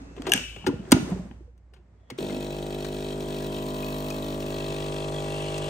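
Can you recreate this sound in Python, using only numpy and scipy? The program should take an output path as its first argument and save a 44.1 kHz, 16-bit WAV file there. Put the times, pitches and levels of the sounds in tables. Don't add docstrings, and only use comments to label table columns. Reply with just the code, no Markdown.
import sys
import numpy as np
from scipy import signal
from scipy.fft import rfft, irfft, next_fast_len
from scipy.io import wavfile
from scipy.ndimage import uniform_filter1d

SR = 44100
rng = np.random.default_rng(int(sys.argv[2]) if len(sys.argv) > 2 else 0)


def unload_audio(sound):
    columns = np.transpose(np.atleast_2d(sound))
    steps = np.round(np.clip(columns, -1, 1) * 32767)
    wavfile.write(sys.argv[1], SR, steps.astype(np.int16))


def voltage_ratio(decibels):
    exponent = np.asarray(decibels, float) / 20
    return 10 ** exponent


N = 250929
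T = np.arange(N) / SR
MAINS_HZ = 50.052
AT_CUP_S = (4.3, 5.1)


def noise(size=N):
    return rng.standard_normal(size)


def curve(table, hz):
    points_hz, values = np.array(table).T
    return np.interp(np.log(hz + 1), np.log(points_hz), values)


def unit(x):
    return x / np.sqrt(np.mean(x ** 2))


def colour(x, table):
    n = next_fast_len(len(x), True)
    gain = voltage_ratio(curve(table, np.fft.rfftfreq(n, 1 / SR)))
    return irfft(rfft(x, n) * gain, n)[:len(x)]


def ring(x, hz, width_hz):
    r = np.exp(-np.pi * width_hz / SR)
    return signal.lfilter([1 - r, 0, r - 1], [1, -2 * r * np.cos(2 * np.pi * hz / SR), r * r], x)


def body(x, modes, widen):
    out = 0
    for k, (hz, width_hz, db) in enumerate(modes):
        out = out + (-1) ** k * voltage_ratio(db) * ring(x, hz, width_hz * widen)
    return out


def ramp(start_s, end_s):
    return np.clip((T - start_s) / (end_s - start_s), 0, 1)


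def walk(rate_hz):
    step = 16
    k = int(SR / rate_hz / step)
    coarse = uniform_filter1d(uniform_filter1d(noise(N // step + 1), k), k)
    return np.interp(T, np.arange(len(coarse)) * step / SR, unit(coarse))


def burst(length_s):
    t = T[:8192] / np.clip(length_s, 3e-4, .05)
    return noise(len(t)) * (1 - np.exp(-t / 0.3)) * np.exp(-t)


def add(out, s, peak_db, x):
    i = int(s * SR)
    out[i:i + len(x)] += (x * voltage_ratio(peak_db) / np.abs(x).max())[:N - i]


# (time [s], air level [dB])
HANDLING = [(0.0, -45.5), (0.15, -50), (0.35, -33.5), (0.48, -55), (0.69, -43), (0.81, -49), (1.1, -35.5),
            (1.33, -52), (1.45, -58.5), (1.54, -65), (1.85, -65.5), (2.07, -64.5), (2.16, -50.5),
            (2.2, -49)]
# (frequency [Hz], density [dB per Hz])
AIR = [(88, -21.5), (150, -3), (194, -6), (522, -14), (1430, -27), (1920, -28.5), (3090, -38.5),
       (8170, -41.5), (10200, -62), (12000, -57.5), (15600, -80.5), (22000, -120)]
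# (time [s], frequency [Hz])
MOTOR = [
    (0, 56.8),
    (.4, 55.8),
    (.8, 57.6),
    (1.06, 59.9),
]


def murmur():
    released = ramp(1.45, 1.54)
    air_db = np.interp(T, *np.transpose(HANDLING))
    rumble_db = -52.5 + 0.091 * (air_db - air_db.min())
    rumble_db = rumble_db + 6 * (1 - released) - 14 * ramp(2.05, 2.16)
    motor_hz = np.interp(T, *np.transpose(MOTOR))
    rumble = unit(np.sin(2 * np.pi * np.cumsum(motor_hz) / SR) * voltage_ratio(2.2 * walk(9)))
    for hz, width_hz, db in [(84, 70, -7), (36, 25, -12)]:
        rumble += voltage_ratio(db) * unit(ring(ring(noise(), hz, width_hz), hz, width_hz))
    mid, side = (unit(colour(noise(), AIR)) * voltage_ratio(1.6 * walk(4)) for _ in range(2))
    side = signal.sosfilt(signal.butter(1, 900, "high", fs=SR, output="sos"), side)
    air = mid + .9 * side * np.array([[1], [-1]])
    treble = signal.sosfilt(signal.butter(2, 2400, "high", fs=SR, output="sos"), air)
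    air += (voltage_ratio(-3.5 * released) - 1) * treble
    port_db = np.array([[-.9], [.9]])
    return voltage_ratio(rumble_db + port_db) * rumble + voltage_ratio(air_db) * air


# (frequency [Hz], width [Hz], level [dB])
HINGE = [(278, 14, 26), (2640, 80, 1), (4110, 90, -13), (6375, 400, -9), (7520, 160, -14)]


def hinge():
    return voltage_ratio(-52 + 3.86 * walk(38)) * (T < 0.182) * unit(body(noise(), HINGE, 0.88))


def thuds(events, ring_t60_s, push_s):
    out = np.zeros(N)
    t = T[:16384]
    width_hz = np.log(1000) / np.pi / ring_t60_s
    for s, db, hz in events:
        push = np.exp(-(t / push_s - 1) ** 2 * 4) * np.cos(2 * np.pi * hz * t)
        push[:8192] += 0.63 * ring(burst(2 * push_s), 380, 600)
        panel = ring(push, hz, width_hz)
        panel += 0.32 * ring(push, 1.6 * hz, 55) + 0.03 * ring(push, 4.8 * hz, 120)
        add(out, s, db + 0.24, panel)
    return out


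# (time [s], peak level [dB], ring frequency [Hz])
ROCKS = [(0.009, -37, 269), (0.579, -52.5, 148), (0.791, -24, 186.9), (1.021, -21, 193.8),
         (1.114, -15, 185.7), (1.19, -24.5, 180.3), (1.246, -31, 198.4), (1.739, -58.5, 151.1),
         (1.836, -61, 156.1), (1.935, -62.5, 154.3), (2.116, -34.5, 126.6), (2.21, -26.5, 196.3),
         (2.291, -32, 202.3)]
# (time [s], peak level [dB], ring frequency [Hz])
KNOCKS = [(0.173, -30, 396.7), (0.195, -24.5, 270), (0.266, -22, 371), (0.272, -28, 646),
          (0.284, -19, 360.6), (0.296, -29.5, 705.5), (0.308, -28.5, 391.5), (0.349, -20, 244),
          (0.4, -32.5, 235), (0.57, -32, 102), (0.645, -27.5, 194), (0.666, -16, 371), (0.673, -13, 299.2),
          (0.679, -15, 362), (0.687, -14, 283), (0.7, -19.5, 263.7), (0.741, -24.5, 75),
          (0.724, -27.5, 331), (0.728, -30, 488.7), (0.737, -21.5, 105), (1.075, -30, 350),
          (1.16, -29.5, 383.8), (0.875, -35, 361.7), (0.999, -22, 181), (1.03, -24.5, 70.7),
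          (1.143, -25.5, 78.8), (1.308, -32, 227.5), (1.386, -37.5, 78.9), (2.101, -38, 504),
          (2.11, -36.5, 361), (2.119, -32.5, 252), (2.184, -20.5, 378.4), (2.226, -23.5, 399.5),
          (2.328, -26, 262), (2.367, -26, 249.5)]
# (time [s], peak level [dB], ring frequency [Hz])
TOUCHES = [(0.683, -20.5, 124.4), (0.345, -29.5, 120), (0.805, -28.5, 190), (1.405, -41, 340),
           (1.476, -49.5, 479.2), (1.725, -54.5, 399.7), (1.765, -52.5, 373), (1.795, -52.5, 360.3),
           (2.03, -59, 650), (0.565, -38, 400), (1.04, -35, 270), (1.09, -36, 480), (1.122, -33, 360),
           (1.2, -42, 600)]
# (time [s], peak level [dB], ring frequency [Hz])
SLAMS = [
    (0.9221, 3, 256.7),
    (0.939, -10.5, 109),
    (0.944, -9.5, 228.2),
    (0.962, -12.5, 300),
    (0.98, -18.5, 309.7),
]


def knocks():
    dull = thuds(ROCKS, ring_t60_s=.11, push_s=.006)
    dull += thuds(KNOCKS, ring_t60_s=.052, push_s=.0035)
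    dull += thuds(TOUCHES, ring_t60_s=.052, push_s=.0035)
    dull += thuds(SLAMS, ring_t60_s=.024, push_s=.004)
    return colour(dull, [(1200, -2.0), (3000, -23.5)])


# (frequency [Hz], density [dB per Hz])
SHELL = [(290, -31), (500, -7), (2380, -17), (2630, -13.5), (3950, -17.5), (4300, -17), (6740, -13),
         (7240, -21.5), (8740, -17), (9950, -32), (11500, -25.5), (13900, -43.5), (15800, -28.5)]


def clicks(events, rings):
    near, wash = np.zeros((2, N))
    lead = 64
    for s, db, treble_db, length_s in events:
        tilt = [(600, 0.0083), (3000, 0.0028), (6000, treble_db + 4.0), (16000, treble_db + 9.5)]
        puff = colour(np.roll(burst(length_s), lead), SHELL)
        add(near, s - lead / SR, db - 0.5, colour(puff + 0.9 * body(puff, rings, 0.35), tilt))
        impulse = colour(signal.unit_impulse(1024, lead), SHELL)
        add(wash, s - lead / SR, db + 0.33, colour(impulse, tilt))
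    return near, wash


# (time [s], peak level [dB], treble [dB], length [s])
CRACKS = [(0.017, -48.5, -16, 0.0039), (0.165, -38.5, -21, 0.0035), (0.179, -39.5, -23, 0.0056),
          (0.22, -31.5, -14, 0.00186), (0.247, -44, -35, 0.0032), (0.253, -34.5, -43.5, 0.0106),
          (0.266, -21, -16, 0.0096), (0.275, -29, -25, 0.0081), (0.534, -52, -28.5, 0.0021),
          (0.562, -32, -21, 0.0043), (0.644, -41.5, -34, 0.004), (0.664, -17.5, -11.5, 0.0072),
          (0.669, -25, -10.5, 0.0078), (0.851, -45, -25, 0.0055), (0.888, -57.5, 24, 0.0038),
          (0.293, -28.5, -4, 0.0046), (0.91, -30, -4, 0.0074), (0.919, -2, -0.5, 0.00298),
          (0.923, -6.5, -16.5, 0.0035), (1.109, -37.5, -39, 0.0047), (1.312, -42, -30, 0.002),
          (1.577, -59.5, -5, 0.00403), (1.735, -46, -14.5, 0.00926), (1.759, -53, -21.5, 0.0155),
          (2.185, -33, -27.5, 0.0037), (2.296, -30.5, -20.5, 0.0042), (2.845, -29, -10, 0.0078),
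          (3.189, -51, -5, 0.0016), (4.102, -26, -4, 0.00384), (5.579, -28, -2, 0.004)]
# (frequency [Hz], width [Hz], level [dB])
PANELS = [(513.5, 48, -1), (853.4, 38, 4.5), (1010, 13, -8), (1250, 75, -6), (1420, 32, -1),
          (1646, 33, -9.5)]


def cracks():
    return clicks(CRACKS, PANELS)


# (time [s], peak level [dB], ring frequency [Hz])
PINGS = [(0.271, -27, 898), (0.322, -22, 784), (0.641, -31.5, 810), (0.666, -19, 842), (0.666, -23, 1420),
         (0.675, -31.5, 1420), (0.69, -29.5, 1010), (0.919, -13, 535), (0.919, -16.5, 852),
         (0.917, -17.5, 1250), (0.946, -23.5, 691), (0.963, -23, 612), (1.108, -31.5, 990),
         (1.118, -29, 705), (1.311, -44.5, 800), (2.101, -34.5, 1988), (2.106, -36.5, 2150),
         (2.2992, -37, 2115), (3.568, -40, 2900), (3.8281, -30, 2530), (4.107, -27, 2505)]


def pings():
    out = np.zeros(N)
    for s, db, hz in PINGS:
        add(out, s, db - 4.5, ring(ring(burst(0.0027), hz, 62), hz, 520))
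    return out


# (time [s], peak level [dB], scrape length [s])
SNAPS = [
    (0.294, -27.5, 0.00124),
    (0.3191, -4.5, 0.000497),
    (0.3357, -3, 0.000275),
    (0.361, -23, 0.0006),
    (0.376, -20, 0.000294),
]
# (frequency [Hz], width [Hz], level [dB])
LATCH = [(758, 67, -14.5), (1655, 110, -7.5), (2404, 250, -14.5), (2770, 357.6, 1.5), (2859, 515, 0.5),
         (3477, 780, -14.5), (4960, 500, -25.5), (5897, 200, -14.5), (6466, 190, -16.5), (8120, 150, -19.5),
         (8700, 300, -18.5), (11330, 500, -24), (12800, 460, -29.5), (14240, 360, -26.5)]
# (frequency [Hz], width [Hz], level [dB])
SPRING = [(1600, 120, -15), (2306, 41, -3), (2637, 80, -1), (2855, 60, 1), (2995, 140, -2)]
# (frequency [Hz], density [dB per Hz])
LATCH_ECHO = [(350, -41.5), (600, -11), (1000, -26), (1560, -11), (1910, -16), (2900, -6), (3900, -23),
              (6080, -11), (9110, -16), (10200, -46.5), (11600, -21), (13800, -51.5), (15000, -36.5)]


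def latch_snaps():
    near, wash = np.zeros((2, N))
    lead = 256
    fade = voltage_ratio(-60 * T[:SR // 2])
    for s, db, length_s in SNAPS:
        add(near, s, db - 0.5, body(burst(length_s), LATCH, 0.65))
        add(near, s, db - 26, body(noise(SR // 2) * fade, SPRING, 1.1))
        add(wash, s - lead / SR, db, colour(signal.unit_impulse(2048, lead), LATCH_ECHO))
    return near, wash


# (frequency [Hz], width [Hz], level [dB])
CREAK = [(1890, 100, 0), (3350, 130, 0)]


def button_creak():
    return voltage_ratio(-75) * ramp(1.944, 2.1) * (T < 2.1) * unit(body(noise(), CREAK, 0.92))


# (time [s], peak level [dB], treble [dB], length [s])
BUTTON = [
    (2.101, -28.5, -10.5, 0.0047),
    (2.104, -39, -26, 0.0096),
]


def button_click():
    return clicks(BUTTON, [(2100, 350, 0)])


# (time [s], count [strokes])
WEAK = [(2.39, 1), (2.49, 1), (2.61, 1), (2.65, 1), (2.69, 1), (2.77, 1), (2.91, 1), (3.15, 3), (3.25, 2),
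        (3.49, 2), (3.6, 1), (3.64, 1), (3.72, 1), (4.2, 1), (4.36, 2), (4.44, 1), (4.9, 1), (5.06, 1),
        (5.1, 1), (5.6, 1)]


def strokes(parts):
    turns = MAINS_HZ * T - .32 + 1
    blow, stroke = turns % 1, turns.astype(int)
    strength = noise((stroke.max() + 1, parts + 1))
    hit_db = .7 * strength[:, -1]
    for s, count in WEAK:
        hit_db[stroke[int(s * SR) + 260] + np.arange(count)] -= 20
    gate = np.minimum(blow / .13, 1) * np.exp(-(blow / .36) ** 2) * voltage_ratio(hit_db[stroke])
    shake = voltage_ratio(1.3 * uniform_filter1d(strength, 3, axis=0)[stroke].T * 2)
    return blow, stroke, gate, shake


# (multiple of stroke rate, level [dB])
BREWING = [(1, -3.5), (2, -12.5), (3, 0), (4, -6.5), (5, 0.5), (6, -4), (7, -1), (8, -1), (9, -5), (10, -7),
           (11, -8), (12, -4.5), (13, -5), (14, -16), (15, -15), (16, -15), (17, -17.5), (18, -20),
           (19, -12), (20, -18.5), (21, -14.5), (22, -44), (23, -14), (24, -20)]
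# (frequency [Hz], level [dB])
PRIMING = [(50, 0), (250, -1), (370, 2.5), (500, -0.5), (620, -2.5), (800, 0.45), (950, -3), (1080, -15.5)]
# (frequency [Hz], level [dB])
PRESSING = [(50, -2), (110, 6.5), (150, 1.5), (225, -11.5), (310, -2), (420, -0.5), (800, 0.16), (1000, -1)]
# (time [s], multiple of
# stroke rate, level [dB], span [s])
FADES = [(2.28, 1, -6, .1), (2.26, 3, -5.5, 0.172), (2.3, 4, 7, 0.117), (2.32, 5, -2.5, 0.094),
         (2.328, 8, -8, 0.28), (2.6, 5, -6.5, 0.122), (2.87, 6, -3.5, 0.46), (2.73, 15, 5, 0.19),
         (2.63, 16, 3.5, 0.132), (2.92, 11, -9, 0.11), (3.23, 8, 2, 0.247), (3.46, 17, -14.5, 0.353),
         (3.69, 11, -21.5, 0.298), (3.57, 4, 3.5, 0.31), (3.52, 14, 5, 0.83), (3.75, 20, 9, 0.36),
         (3.72, 22, 8, 0.195), (3.65, 21, 5, 0.34), (3.215, 20, 5.5, 0.147), (4.09, 17, 5, 0.206),
         (4.22, 19, -5.5, 0.29), (4.103, 8, -4, 0.25), (4.036, 7, -2.5, 0.32), (4.3, 6, 4.5, 0.104),
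         (4.393, 10, -10, 0.18), (4.404, 11, 3.5, 0.178), (4.78, 12, -4.5, 0.164), (3.64, 11, -1.5, .12),
         (4.65, 4, -12.5, 0.143), (4.66, 14, -13, 0.36), (5.06, 18, -25, 0.46), (5.55, 5, -5, .15),
         (5.5, 14, -6, .2), (5.48, 16, 7, 0.64), (4.98, 22, 20, 0.57)]
GULPS_S = [
    2.63,
    2.95,
    3.25,
    3.45,
    4.72,
]


def hum(start_s):
    early, late, out = 1 - ramp(2.9, 3.9), ramp(*AT_CUP_S), 0
    rough = 0.055 + 0.26 * np.exp(-np.maximum(T - start_s, 0) / 0.21)
    rough += .13 * sum(np.exp(-((T - gulp_s) / .03) ** 2) for gulp_s in GULPS_S)
    slow = T[::256]
    for order, line_db in BREWING:
        hz = order * MAINS_HZ
        fades_db = np.zeros(len(slow))
        for s, line, fade_db, span_s in FADES:
            if round(line) == order:
                fades_db += fade_db * np.exp(-((slow - s) / span_s) ** 2)
        db = line_db + early * curve(PRIMING, hz) + late * curve(PRESSING, hz)
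        db = db + np.interp(T, slow, fades_db)
        lag = order / 2 - .22 if order < 14 else order * .37 + .2
        lag += .45 * (order == 6) - .17 * (6 < order < 12) - .17 * (order == 1)
        lag += .22 * (order in (2, 19, 20)) + .1 * (order in (4, 9))
        lag = lag + .04 * noise(None) + .03 * walk(2.5)
        lag = lag + .02 * order * (order > 9) * late + .22 * late * (order in (4, 8))
        lag = lag + .12 * early * (int(order == 3) - int(order > 13))
        smear = rough * min(order / 2.7, 1) ** 2.5 * (walk(130) + 1j * walk(90))
        line = np.real((1 + smear) * np.exp(2j * np.pi * (hz * T - lag)))
        out = out + voltage_ratio(db + 0.34 * walk(8.3)) * line
    return out / np.sqrt(uniform_filter1d(out ** 2, size=SR // 5))


# (frequency [Hz], width [Hz], level [dB], frequency from the cup [Hz])
RATTLE = [(1661, 44, -3, 1600), (1923.6, 35, -3.5, 1950), (2591, 90, 4, 2640), (3060, 360, -8.5, 2673),
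          (3280, 84.4, 0.5, 3290), (3660, 137, -3.5, 3509), (3933.5, 99, -1, 3300), (4332, 110, -5.5, 4200),
          (5450, 150, -13, 4800)]


def rattle(blow, gate, shake):
    same = noise(1024)[(blow * SR / MAINS_HZ).astype(int)]
    out, late = 0, ramp(*AT_CUP_S)
    for k, (hz, width_hz, db, cup_hz) in enumerate(RATTLE):
        jolt = gate * shake[k] * 0.7 * same + (1.05 * gate + 0.09) * noise()
        early_ring = ring(jolt * np.sqrt(1 - late), hz, width_hz)
        out = out + voltage_ratio(db) * (early_ring + ring(jolt * np.sqrt(late), cup_hz, width_hz))
    return unit(ring(out, 3300, 6000))


# (frequency [Hz], density [dB per Hz])
HISS = [(590, -29.5), (1000, -1.5), (1370, -5), (2100, -11.5), (2590, -8.5), (4020, -9), (5020, -15),
        (8360, -10.5), (9380, -11.5), (9800, -32.5), (10500, -30.5), (11700, -20), (12800, -24.5),
        (13900, -31), (14600, -23), (16000, -33)]


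def valve_hiss(blow, gate, shake, pressure):
    back = np.exp(-((blow - .68) % 1) / 0.84)
    hiss = colour((gate + 1.54 * back + 0.24) * noise(), HISS)
    low = colour(hiss, [(9900, 0), (10300, -60)])
    top = colour(hiss * (.65 + gate * shake[0]), [(9900, -60), (10300, 0)])
    highest = colour(top, [(13600, -60), (14000, 0)])
    top += (voltage_ratio(5 - 7 * ramp(4.85, 5.0)) - 1) * highest
    top_db = -58.5 + 7 * np.exp(-((T - 3.96) / 0.616) ** 2)
    return voltage_ratio(-50.5 + 6.5 * pressure) * unit(low) + voltage_ratio(top_db) * unit(top)


SQUEAKS_S = [
    3.11,
    3.25,
    3.27,
    3.47,
    3.49,
    3.51,
    3.55,
    3.57,
    3.71,
    3.79,
]


def squeak(blow, stroke):
    size = voltage_ratio(5 * noise(stroke.max() + 1))
    size[stroke[(np.array(SQUEAKS_S) * SR).astype(int)]] = voltage_ratio(11)
    hz = 2929 + 350 * np.clip((blow - .2) / 0.44, 0, 1) + 60 * walk(5)
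    chirp = np.exp(-((blow - .4) / 0.214) ** 2) * np.sin(2 * np.pi * np.cumsum(hz) / SR)
    return voltage_ratio(-60) * unit(size[stroke] * chirp)


def spout_flow():
    water = 0
    for hz in (2260, 2700, 2900, 3050):
        water = water + voltage_ratio(2.1 * walk(14)) * ring(noise(), hz, 120)
    return voltage_ratio(-47.5) * ramp(5.2, 5.34) ** 2 * unit(ring(water, 2850, 900))


# (time [s], hum level [dB], pressure [0-1])
PUMP = [
    (2.179, -50, 0.75),
    (2.211, -30.5, 0.34),
    (2.54, -32, 0.03),
    (3.44, -30.5, 0.34),
    (4.3, -30.5, 0.33),
    (5.69, -30, 0.93),
]


def pump():
    s, *columns = np.transpose(PUMP)
    hum_db, pressure = (np.interp(T, s, c) for c in columns)
    blow, stroke, gate, shake = strokes(len(RATTLE))
    clatter = voltage_ratio(-48.5 + 3.5 * pressure) * rattle(blow, gate, shake)
    water = valve_hiss(blow, gate, shake, pressure) + squeak(blow, stroke) + spout_flow()
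    shudder = voltage_ratio(-25) * unit(ring(ring(noise(), 74.5, 40), 74.5, 40))
    on = np.clip((T - s[0] + 0.003) / 0.0068, 0, 1)
    return on * voltage_ratio(hum_db) * (hum(s[0]) + shudder), on * (clatter + water)


# (frequency [Hz], level [dB])
TILES = [(90, -17), (400, 1), (1500, 7.5), (4000, -1), (12000, -9)]
# (frequency [Hz], t60 [s])
TAIL = [(100, 1), (500, 0.16), (2800, 0.59), (8000, 0.26), (14000, 0.97)]


def kitchen(x):
    t = T[:SR]
    tail = 0
    for hz in 90 * 2. ** np.arange(8):
        fade = voltage_ratio(-60 * t / curve(TAIL, hz) + curve(TILES, hz))
        mid, side = ring(noise((2, SR)), hz, hz * 1.1) * fade
        tail = tail + mid + min(.12 + hz / 1300, 1) * side * np.array([[1], [-1]])
    tail = tail * np.minimum(t / 0.004, 1)
    return signal.fftconvolve(x[None], tail / np.sqrt(np.sum(tail ** 2) / 2), axes=1)[:, :N]


def ports(x, balance, phase):
    n = next_fast_len(N, True)
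    hz = np.fft.rfftfreq(n, 1 / SR)
    half = voltage_ratio(curve(balance, hz) / 2) * np.exp(.5j * np.interp(hz, *np.transpose(phase)))
    return irfft(rfft(x, n) * np.array([half, 1 / half]), n)[:, :N]


# (frequency [Hz], level [dB])
LEVER_BALANCE = [(60, 3), (110, -2.5), (200, -0.5), (380, -1), (700, 2.5), (1290, 7), (2380, 6), (4400, 11),
                 (8120, -8.5), (15000, -2)]
PUMP_BALANCE = [(60, -1.5), (110, -4), (200, -3.5), (380, 2), (700, 2), (1290, 9.5), (2380, 0.5),
                (4400, 5.5), (8120, -1), (15000, 0.5)]
# (frequency [Hz], phase [rad])
LEVER_PHASE = [(0, 0), (860, 0.9), (1380, -1.1), (3530, 1.6), (4910, 4.9), (6630, 6.4), (7840, 7.9),
               (9730, 3.5), (10900, 2.4), (11400, 0.4), (12700, -0.4), (13200, -2.1), (15300, -6.1),
               (16500, -5.9)]
PUMP_PHASE = [(0, 0), (690, 0.4), (1550, 4.8), (2580, 7.8), (4310, 6.4), (8010, 7.0), (9650, 3.6),
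              (10900, 2.6), (11800, -0.2), (12700, 0.1), (13200, -2.9), (14400, -3.3), (15000, -6.3),
              (16500, -6.3)]


def scene():
    background = murmur() + hinge() + button_creak()
    dull = knocks()
    crack, crack_wash = cracks()
    latch, latch_wash = latch_snaps()
    latch += pings()
    click, click_wash = button_click()
    sharp = crack + click
    wash = crack_wash + latch_wash + click_wash
    lines, hiss = pump()
    near = ports(latch + sharp + dull, LEVER_BALANCE, LEVER_PHASE)
    near += ports(lines + hiss, PUMP_BALANCE, PUMP_PHASE)
    to_room = latch / 10 + voltage_ratio(-23) * sharp + voltage_ratio(-3.5) * wash + voltage_ratio(-7.0) * dull
    to_room += lines / 10 + hiss / 4
    return near + kitchen(to_room) + background


def low_pass(x):
    return signal.sosfilt(signal.butter(12, 16980, fs=SR, output="sos"), x)


# (frequency [Hz], level [dB])
MIC = [(20, -14), (45, -2), (9200, 0), (9700, -6), (10600, -6), (11000, 4), (12800, -5), (13300, -18),
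       (14300, -16), (14600, 2), (15700, -1), (16000, -30), (16500, -45.5)]
# (frequency [Hz], level [dB])
WIDE = [(1500, 1), (4000, 2.5), (12000, 2.5)]


def record(dry):
    mid = colour((dry[0] + dry[1]) / 2, MIC)
    side = colour(colour((dry[0] - dry[1]) / 2, MIC), WIDE)
    heard = np.array([mid + side, mid - side])
    soft = heard / (1 + np.abs(heard / .97) ** 6) ** (1 / 6)
    return low_pass(soft)


dry = scene()
out = record(dry)
unload_audio(out)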